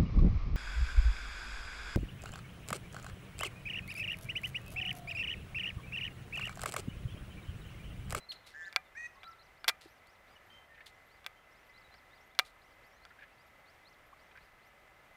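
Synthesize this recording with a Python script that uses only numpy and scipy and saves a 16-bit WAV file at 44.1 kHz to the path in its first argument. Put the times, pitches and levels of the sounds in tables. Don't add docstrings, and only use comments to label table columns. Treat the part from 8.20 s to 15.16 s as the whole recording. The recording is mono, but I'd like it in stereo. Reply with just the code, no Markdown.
import sys
import numpy as np
from scipy import signal
from scipy.fft import rfft, irfft
from scipy.io import wavfile
from scipy.ndimage import uniform_filter1d

SR = 44100
rng = np.random.default_rng(int(sys.argv[2]) if len(sys.argv) > 2 else 0)


def field_ratio(decibels):
    return 10 ** (np.asarray(decibels, dtype=float) / 20)


def dump(signal):
    limited = np.clip(np.atleast_2d(signal).T, -1, 1)
    pcm = np.round(limited * 32767).astype(np.int16)
    wavfile.write(sys.argv[1], SR, pcm)


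N = 306934


def unit(x):
    return x / np.sqrt(np.mean(x ** 2) + 1e-20)


def drift(rate_hz, size=N):
    r = np.exp(-2 * np.pi * rate_hz / SR)
    noise = rng.standard_normal(size + 4000)
    return unit(signal.lfilter([1], [1, -2 * r, r * r], noise)[4000:])


def resonance(x, hz, width_hz):
    r = np.exp(-np.pi * width_hz / SR)
    feedback = [1, -2 * r * np.cos(2 * np.pi * hz / SR), r * r]
    return signal.lfilter([(1 - r * r) / 2, 0, (r * r - 1) / 2], feedback, x)


def ring(clicks, hz, t60):
    r, w = field_ratio(-60 / (t60 * SR)), 2 * np.pi * hz / SR
    return signal.lfilter([0, np.sin(w)], [1, -2 * r * np.cos(w), r * r], clicks + 1e-18)


def place(x, pan_db, lag):
    left = field_ratio(pan_db / 2) * np.roll(x, lag)
    right = field_ratio(-pan_db / 2) * x
    return np.array([left, right])


def voice(rows, overtones, waver_db, flutter=0, haze=0):
    s, *columns = np.transpose(rows)
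    at = np.arange(round(s[0] * SR), round(s[-1] * SR))
    size = len(at)
    longest = SR // 3
    hz, db, *chop = [np.interp(at / SR, s, c) for c in columns]
    for _ in range(2):
        hz = uniform_filter1d(hz, size=1 + min(size // 10, 600), mode="nearest")
    wavering_hz = hz * (1 + .002 * drift(120, size=longest)[:size])
    phase = 2 * np.pi * np.cumsum(wavering_hz) / SR
    wavering_db = db + waver_db * drift(69, size=longest)[:size]
    soft_ends = signal.windows.tukey(size, min(1, 350 / size))
    level = np.sqrt(2) * field_ratio(wavering_db) * soft_ends
    if chop:
        beat = 2 * np.pi * np.cumsum(chop[0]) / SR
        level = level * unit(1 + flutter * np.sin(beat))
        phase = phase + .15 * np.cos(beat)
    out = np.zeros(N)
    for k, gain_db in overtones:
        blur = 1
        if haze and k * hz.mean() > 3000:
            blur = np.sqrt(1 - haze) + np.sqrt(haze) * drift(780, size=longest)[:size]
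        out[at] += level * field_ratio(gain_db) * blur * np.sin(k * phase + k * k)
    return out


# (f/Hz, level/dB per Hz)
HUSH_COLOUR = [(12, -37), (20, -3), (65, -2.5), (237, -10.5), (583, -8), (670, -5.5), (1280, -7.5),
               (1900, -7), (2060, -6), (2660, -12), (4160, -20), (7300, -27), (12100, -29.5), (15200, -29),
               (16500, -57)]
# (f/Hz, likeness from -1 to 1)
HUSH_LIKENESS = [(60, 0.96), (180, 0.29), (550, 0.33), (1650, 0.22), (4970, -0.17), (15000, 0.23)]


def hush():
    log_hz = np.log(np.maximum(np.fft.rfftfreq(N + 266, 1 / SR), 1))
    colour_hz, colour_db = np.transpose(HUSH_COLOUR)
    like_hz, likeness = np.transpose(HUSH_LIKENESS)
    colour = field_ratio(np.interp(log_hz, np.log(colour_hz + 1), colour_db))
    alike = np.clip(np.interp(log_hz, np.log(like_hz), likeness), -1, 1)
    mid, side = rfft(rng.standard_normal((2, N + 266))) * colour
    both = irfft(np.sqrt(1 + alike) * mid + np.sqrt(1 - alike) * side * [[1], [-1]])[:, :N]
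    level = field_ratio(-61 + .6 * drift(4.5))
    return level * unit(both) * field_ratio([[.4], [-.4]])


# (f/Hz, width/Hz, level/dB, left minus right/dB)
CHORUS_BANDS = [(577, 85, -75.5, -2.5), (763, 18, -80, 11.5), (1303, 60, -69.5, 0), (1736, 13, -70.5, -2),
                (2031, 33, -69.5, 13.5)]


def chorus():
    out = 0
    for hz, width_hz, db, pan_db in CHORUS_BANDS:
        pass_hz = width_hz * 1.64
        noise = rng.standard_normal((3, N))
        shared, *own = resonance(resonance(noise, hz, pass_hz), hz, pass_hz)
        band = place(shared, 0, lag=-12) + 0.59 * np.array(own)
        side_db = pan_db * np.array([[.5], [-.5]])
        out = out + unit(band) * field_ratio(db + 1.1 * drift(27) + side_db)
    return out


# (multiple of the listed pitch, level/dB)
WHISTLE_OVERTONES = [(2, -29), (3, -28)]


def whistle(rows, waver_db, partials=3):
    stack = [(0.98, 0.014)] + WHISTLE_OVERTONES
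    return voice(rows, stack[:partials], waver_db)


def held(s, length, from_hz, to_hz, db):
    share = np.array([0, .2, .4, 1])
    fade_db = 100 * length * (1 - .4)
    hz = from_hz + (to_hz - from_hz) * share
    return np.transpose([s + length * share, hz, db + np.array([-3, 0, 0, -fade_db])])


# (t/s, length/s, from f/Hz, to f/Hz, level/dB, left minus right/dB)
HELD_WHISTLES = [ (0., .06, 4100, 4150, -60, 5.5), (.15, .03, 4040, 4210, -64, 5.5),
                 (.64, .05, 3800, 3520, -72, .6), (.955, .035, 1110, 1110, -62, .6),
                 (1.036, .18, 1370, 1360, -57, .6), (1.39, .045, 5240, 5490, -76, .6),
                 (2.1, .04, 4970, 4900, -79, 5.5), (2.155, .03, 3090, 2820, -57, 5.5),
                 (2.3, .15, 3190, 3170, -57, 5.5), (2.49, .11, 1860, 1855, -60, .6),
                 (3.15, .08, 3190, 3200, -69, 5.5), (3.3, .1, 2120, 2200, -63, 5.5),
                 (3.64, .04, 3970, 3950, -67, .6), (4.72, .085, 1940, 1970, -65, 5.5),
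                 (4.76, .04, 4150, 4210, -78, .6), (5.926, .014, 990, 1290, -57, .6), ]


def whistles():
    out = np.zeros((2, N))
    for *row, pan_db in HELD_WHISTLES:
        lag = 3 if row[2] < 1900 else 9
        out += place(whistle(held(*row), waver_db=3, partials=2), pan_db, lag)
    return out


# (t/s, f/Hz, level/dB)
CHIRP_GLIDE = [(.086, 4280, -52), (.097, 4400, -48.5), (.108, 4355, -41.5), (.116, 4070, -47.5),
               (.121, 3020, -36.5), (.126, 2000, -55)]
# (t/s, f/Hz, level/dB)
AFTER_GLIDE = [(.12, 5850, -58), (.126, 4300, -52), (.133, 2900, -55)]


def chirp():
    notes = whistle(CHIRP_GLIDE, waver_db=2.8) + whistle(AFTER_GLIDE, waver_db=2.8)
    return place(notes, 0.5, lag=10)


# (t/s, level/dB before the rise, rise/s, t60/s)
RUSTLE_PUFFS = [(0.116, -37.5, 0.0072, 0.072), (0.261, -43, 0.01, 0.16), (.565, -57, 0.0013, 0.055),
                (1.49, -27, 0.007, 0.047), (1.608, -50.5, 0.0029, 0.24), (2.659, -44.5, 0.0048, 0.12),
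                (4.2, -51, 0.0041, 0.11), (4.248, -50.5, 0.0052, 0.18)]
# (f/Hz, width/Hz, relative level/dB)
RUSTLE_COLOUR = [(2200, 3300, 13), (4160, 1650, 32), (5320, 2000, -17.5), (9000, 1435, -55)]


def rustles():
    t, level = np.arange(N) / SR, np.zeros(N)
    for s, db, rise, t60 in RUSTLE_PUFFS:
        age = np.maximum(t - s, 0)
        level += field_ratio(db - 60 * age / t60) * (1 - np.exp(-age / rise))
    grains = rng.standard_normal(N) * field_ratio(3.0 * drift(300))
    puff = unit(sum(field_ratio(db) * resonance(grains, hz, width) for hz, width, db in RUSTLE_COLOUR))
    dulled = unit(signal.lfilter([1], [1, -.45], puff))
    return place(level * dulled, 6.7, lag=4)


# (f/Hz, level/dB)
THROAT_CURVE = [(2800, -4), (4000, 0.), (5000, -5), (6400, -9), (8000, -13)]


def throat_db(hz):
    return np.interp(hz, *np.transpose(THROAT_CURVE))


# (share of the length, effort level/dB)
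PEEP_STAGES = [(0., -3), (.13, -3), (.36, 0.), (.6, -2), (.73, -3), (1, -2)]


def peep(s, length, knee_hz, shoulder_hz, crest_hz, db):
    share, effort_db = np.transpose(PEEP_STAGES)
    foot_hz, brow_hz, end_hz = 3200, .92 * crest_hz, 2850
    hz = np.array([foot_hz, knee_hz, shoulder_hz, crest_hz, brow_hz, end_hz])
    return np.transpose([s + length * share, hz, db + effort_db + throat_db(hz)])


# (t/s, length/s, knee f/Hz, shoulder f/Hz, crest f/Hz,
# level/dB before effort and throat)
CHICK_PEEPS = [ (.238, .107, 4160, 3870, 6190, -63), (.42, .09, 3550, 3660, 5430, -62),
               (.85, .13, 5000, 6000, 6400, -69), (1.028, .114, 4000, 4030, 6400, -62),
               (1.185, .1, 4520, 3940, 6470, -63), (1.665, .145, 4700, 6200, 6260, -68),
               (1.855, .115, 4390, 4900, 6400, -68), (2.885, .115, 4000, 4700, 4960, -71),
               (3.345, .135, 4700, 5800, 6300, -69), (3.53, .11, 4180, 4050, 5850, -65),
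               (3.705, .1, 4340, 3980, 5830, -66), (3.9, .095, 3700, 3850, 5150, -67),
               (4.41, .14, 4900, 6100, 6200, -70), (4.62, .125, 4200, 5090, 6300, -70),
               (4.8, .11, 4250, 4250, 7600, -69), (5.17, .12, 4700, 4900, 6900, -70),
               (5.455, .115, 4280, 4750, 6790, -68), (5.645, .105, 4050, 4450, 7160, -64),
               (5.98, .12, 4500, 5600, 6440, -70), (6.19, .095, 3900, 4500, 5360, -72), ]


def peeps():
    return place(sum(whistle(peep(*row), waver_db=2.8) for row in CHICK_PEEPS), 0.5, lag=10)


# (t/s, f/Hz, level/dB, flutter beats per s)
BUZZY_GLIDE = [(.338, 1640, -57, 90), (.35, 1711, -51.5, 141), (.379, 1765, -47.5, 150),
               (.415, 1760, -46, 168), (.483, 1735, -47.5, 188), (.5, 1740, -57, 195)]
# (multiple of the pitch, level/dB)
BUZZY_PARTIALS = [(1, 0), (2, -29), (3, -28), (4, -27)]


def buzzy_call():
    return place(voice(BUZZY_GLIDE, BUZZY_PARTIALS, waver_db=2, flutter=.75, haze=.8), 9.0, lag=-7)


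# (t/s, strength/dB, brightness/dB per octave, left minus right/dB)
CONTACTS = [ (.5267, -27, -2, -8), (.5614, -4.5, -3, -3.5), (1.0324, -26.5, -9, -5),
            (1.0408, -33.5, -5, -1), (1.4437, -17.5, -5.5, -7), (1.4795, -14.5, 6.5, -9),
            (1.482, -3.5, -1, -6), (1.4876, -6.5, 1.5, -4.5), (1.494, -6.5, -1.5, -1.5),
            (1.871, -55, 7, -2), (3.0444, -29.5, -5.5, -10), (3.0636, -18.5, -0.5, -6.5),
            (3.7415, -34.5, -8, 0), (4.15, -52.5, -1.5, 14), (4.19, -3.5, 0.5, -5.5),
            (4.1953, -4, -2.5, -4.5), (4.8518, -32, -4, -3.5), (6.174, -38.5, -5, -6), ]
# (f/Hz, relative level/dB, t60/s)
BODY_MODES = [ (1236, -27.5, 0.16), (2380, -17, 0.11), (753.5, -28.5, 0.09), (1210, -32.5, 0.18),
              (1382, -6, 0.021), (1593, -2, 0.028), (1980, -15.5, 0.067), (2166, 6, 0.0077),
              (2330, -4, 0.029), (2825, -4.5, 0.016), (3450, 6.5, 0.0094), (4070, 6.5, 0.0042),
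              (4610, 4, 0.0074), (5540, -1, 0.0082), (8400, -15, 0.0061), (11560, -9, 0.0075), ]


def clicks():
    first = np.array(CONTACTS)
    # about 4.9 ms later, 8 dB softer, 9 dB per octave duller, each varied at random
    rebound = [0.0049, -8, -9, 0] * (1 + .2 * rng.uniform(-1.1, 1, first.shape))
    s, strength_db, bright, pan_db = np.concatenate([first, first + rebound]).T
    at = np.round(s * SR).astype(int)
    out = np.zeros((2, N))
    scatter_db = 3.0 * rng.normal(0, 1, (len(s), len(BODY_MODES), 2))
    late = rng.integers([4, 0], [30, 12], (len(s), len(BODY_MODES), 2))
    for k, (hz, db, t60) in enumerate(BODY_MODES):
        blow = np.zeros((2, N))
        mode_db = strength_db - 15.5 + db + bright * np.log2(hz / 2000)
        blow[1, at + late[:, k, 1]] = field_ratio(mode_db + scatter_db[:, k, 1])
        blow[0, at + late[:, k, 0]] = field_ratio(mode_db + pan_db + scatter_db[:, k, 0])
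        out += ring(blow, hz, t60)
    touch = np.zeros((2, N))
    touch[:, at] = field_ratio(strength_db - 19.5 + 2.2 * bright + pan_db * [[1], [0]])
    decay = field_ratio(-60 / (0.022 * SR))
    chatter = signal.lfilter([1], [1, -decay], uniform_filter1d(touch, size=31) + 1e-18)
    grit = rng.standard_normal((2, N)) * field_ratio(4.0 * drift(500))
    bright_band = signal.butter(2, [3000, 13000], "band", fs=SR, output="sos")
    out += signal.sosfilt(bright_band, chatter * grit)
    small_body = signal.butter(2, 900, "high", fs=SR, output="sos")
    return signal.sosfilt(small_body, out)


# (t/s, base f/Hz, level/dB)
REEDY_GLIDE = [(.75, 503, -50), (.758, 550, -52), (.77, 602, -45), (.785, 617, -45), (.83, 625, -43),
               (.866, 628, -44), (.877, 630, -53)]
# (multiple of the base pitch, level/dB)
REEDY_PARTIALS = [(3.05, 0), (4, -5), (6.1, -25), (7, -27), (9.1, -34), (10, -22), (12, -38), (13, -32),
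                  (16, -38)]


def reedy_call():
    return place(voice(REEDY_GLIDE, REEDY_PARTIALS, waver_db=1.8, haze=.18), 7.3, lag=-6)


def slide(s, length, from_hz, to_hz, db):
    hz = from_hz + (to_hz - from_hz) * np.array([0, .46, 1])
    return np.transpose([s + length * np.array([0, .5, 1]), hz, db + throat_db(hz)])


# (t/s, length/s, from f/Hz, to f/Hz, level/dB before the throat)
CHICK_SLIDES = [ (.985, .035, 3400, 4410, -74), (1.355, .035, 3030, 5200, -73),
                (2.065, .035, 3000, 5090, -73), (2.137, .033, 4900, 6170, -74),
                (2.29, .06, 3580, 5900, -75), (2.74, .045, 5360, 7700, -69), (3.23, .03, 2550, 2840, -61),
                (3.31, .07, 4960, 8000, -71), (3.49, .03, 4500, 6800, -70), (4.005, .06, 5300, 7600, -68),
                (4.1, .03, 3220, 4070, -71), (4.72, .07, 5440, 6930, -68), (5.08, .06, 2290, 2850, -63),
                (5.09, .07, 3230, 5830, -76), (6.39, .11, 2910, 6900, -74), ]


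def slides():
    return place(sum(whistle(slide(*row), waver_db=3.2) for row in CHICK_SLIDES), 5.5, lag=9)


# (t/s, length/s)
FIRST_PIPS = [(1.076, .026), (1.68, .049)]


def pips():
    t = np.arange(N) / SR
    first_s, period_s, length_s = 2.261, .6004, .023
    beat = FIRST_PIPS + [(first_s + k * period_s, length_s) for k in range(8)]
    gate = sum((t > s) & (t < s + length) for s, length in beat) * 1.
    soft_gate = uniform_filter1d(gate, size=90)
    tone = np.sin(2 * np.pi * 11680 * t)
    return place(field_ratio(-76.5) * soft_gate * tone, 11.0, lag=0)


# (t/s, level/dB before the swell, starting f/Hz, t60/s)
SOFT_TAPS = [(1.655, -45, 302, .044), (2.544, -53, 2310, .07), (2.576, -49, 1600, .06),
             (2.605, -43, 1700, .06), (4.905, -49, 1344, .07), (4.988, -45, 1580, .05),
             (5.008, -45, 1700, .04), (5.021, -41, 1650, .04), (5.031, -43, 1600, .05),
             (6.112, -51, 2380, .04), (6.153, -47, 1460, .068), (6.172, -45, 1570, .057)]


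def taps():
    out, age = np.zeros(N), np.arange(SR // 10) / SR
    for s, db, hz, t60 in SOFT_TAPS:
        swell = (1 - np.exp(-age / 0.003)) * field_ratio(db - 60 * age / t60)
        noise = rng.standard_normal(len(age))
        hiss = unit(resonance(resonance(noise, 1.15 * hz, .8 * hz), 1.15 * hz, .8 * hz))
        ringing = np.sin(2 * np.pi * hz * age * (1 + 3.0 * age))
        out[round(s * SR):][:len(age)] += swell * (ringing + .7 * hiss)
    return place(out, -.6, lag=3)


def scattered(calls):
    age = np.arange(SR // 2) / SR
    decay = field_ratio(-60 * age / .4) * (age > .008)
    tail = unit(rng.standard_normal((2, len(age))) * decay)
    wet = signal.fftconvolve(calls.mean(axis=0, keepdims=True), tail, axes=1)[:, :N]
    return calls + wet * field_ratio(-12) / np.sqrt(len(age))


def birds():
    return scattered(whistles() + chirp() + peeps() + buzzy_call() + reedy_call() + slides())


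def scene():
    return hush() + chorus() + birds() + rustles() + clicks() + pips() + taps()


def top_cut(x):
    return signal.sosfilt(signal.butter(12, 17160, fs=SR, output="sos"), x)


def record(dry):
    return top_cut(dry)


dry = scene()
out = record(dry)
dump(out)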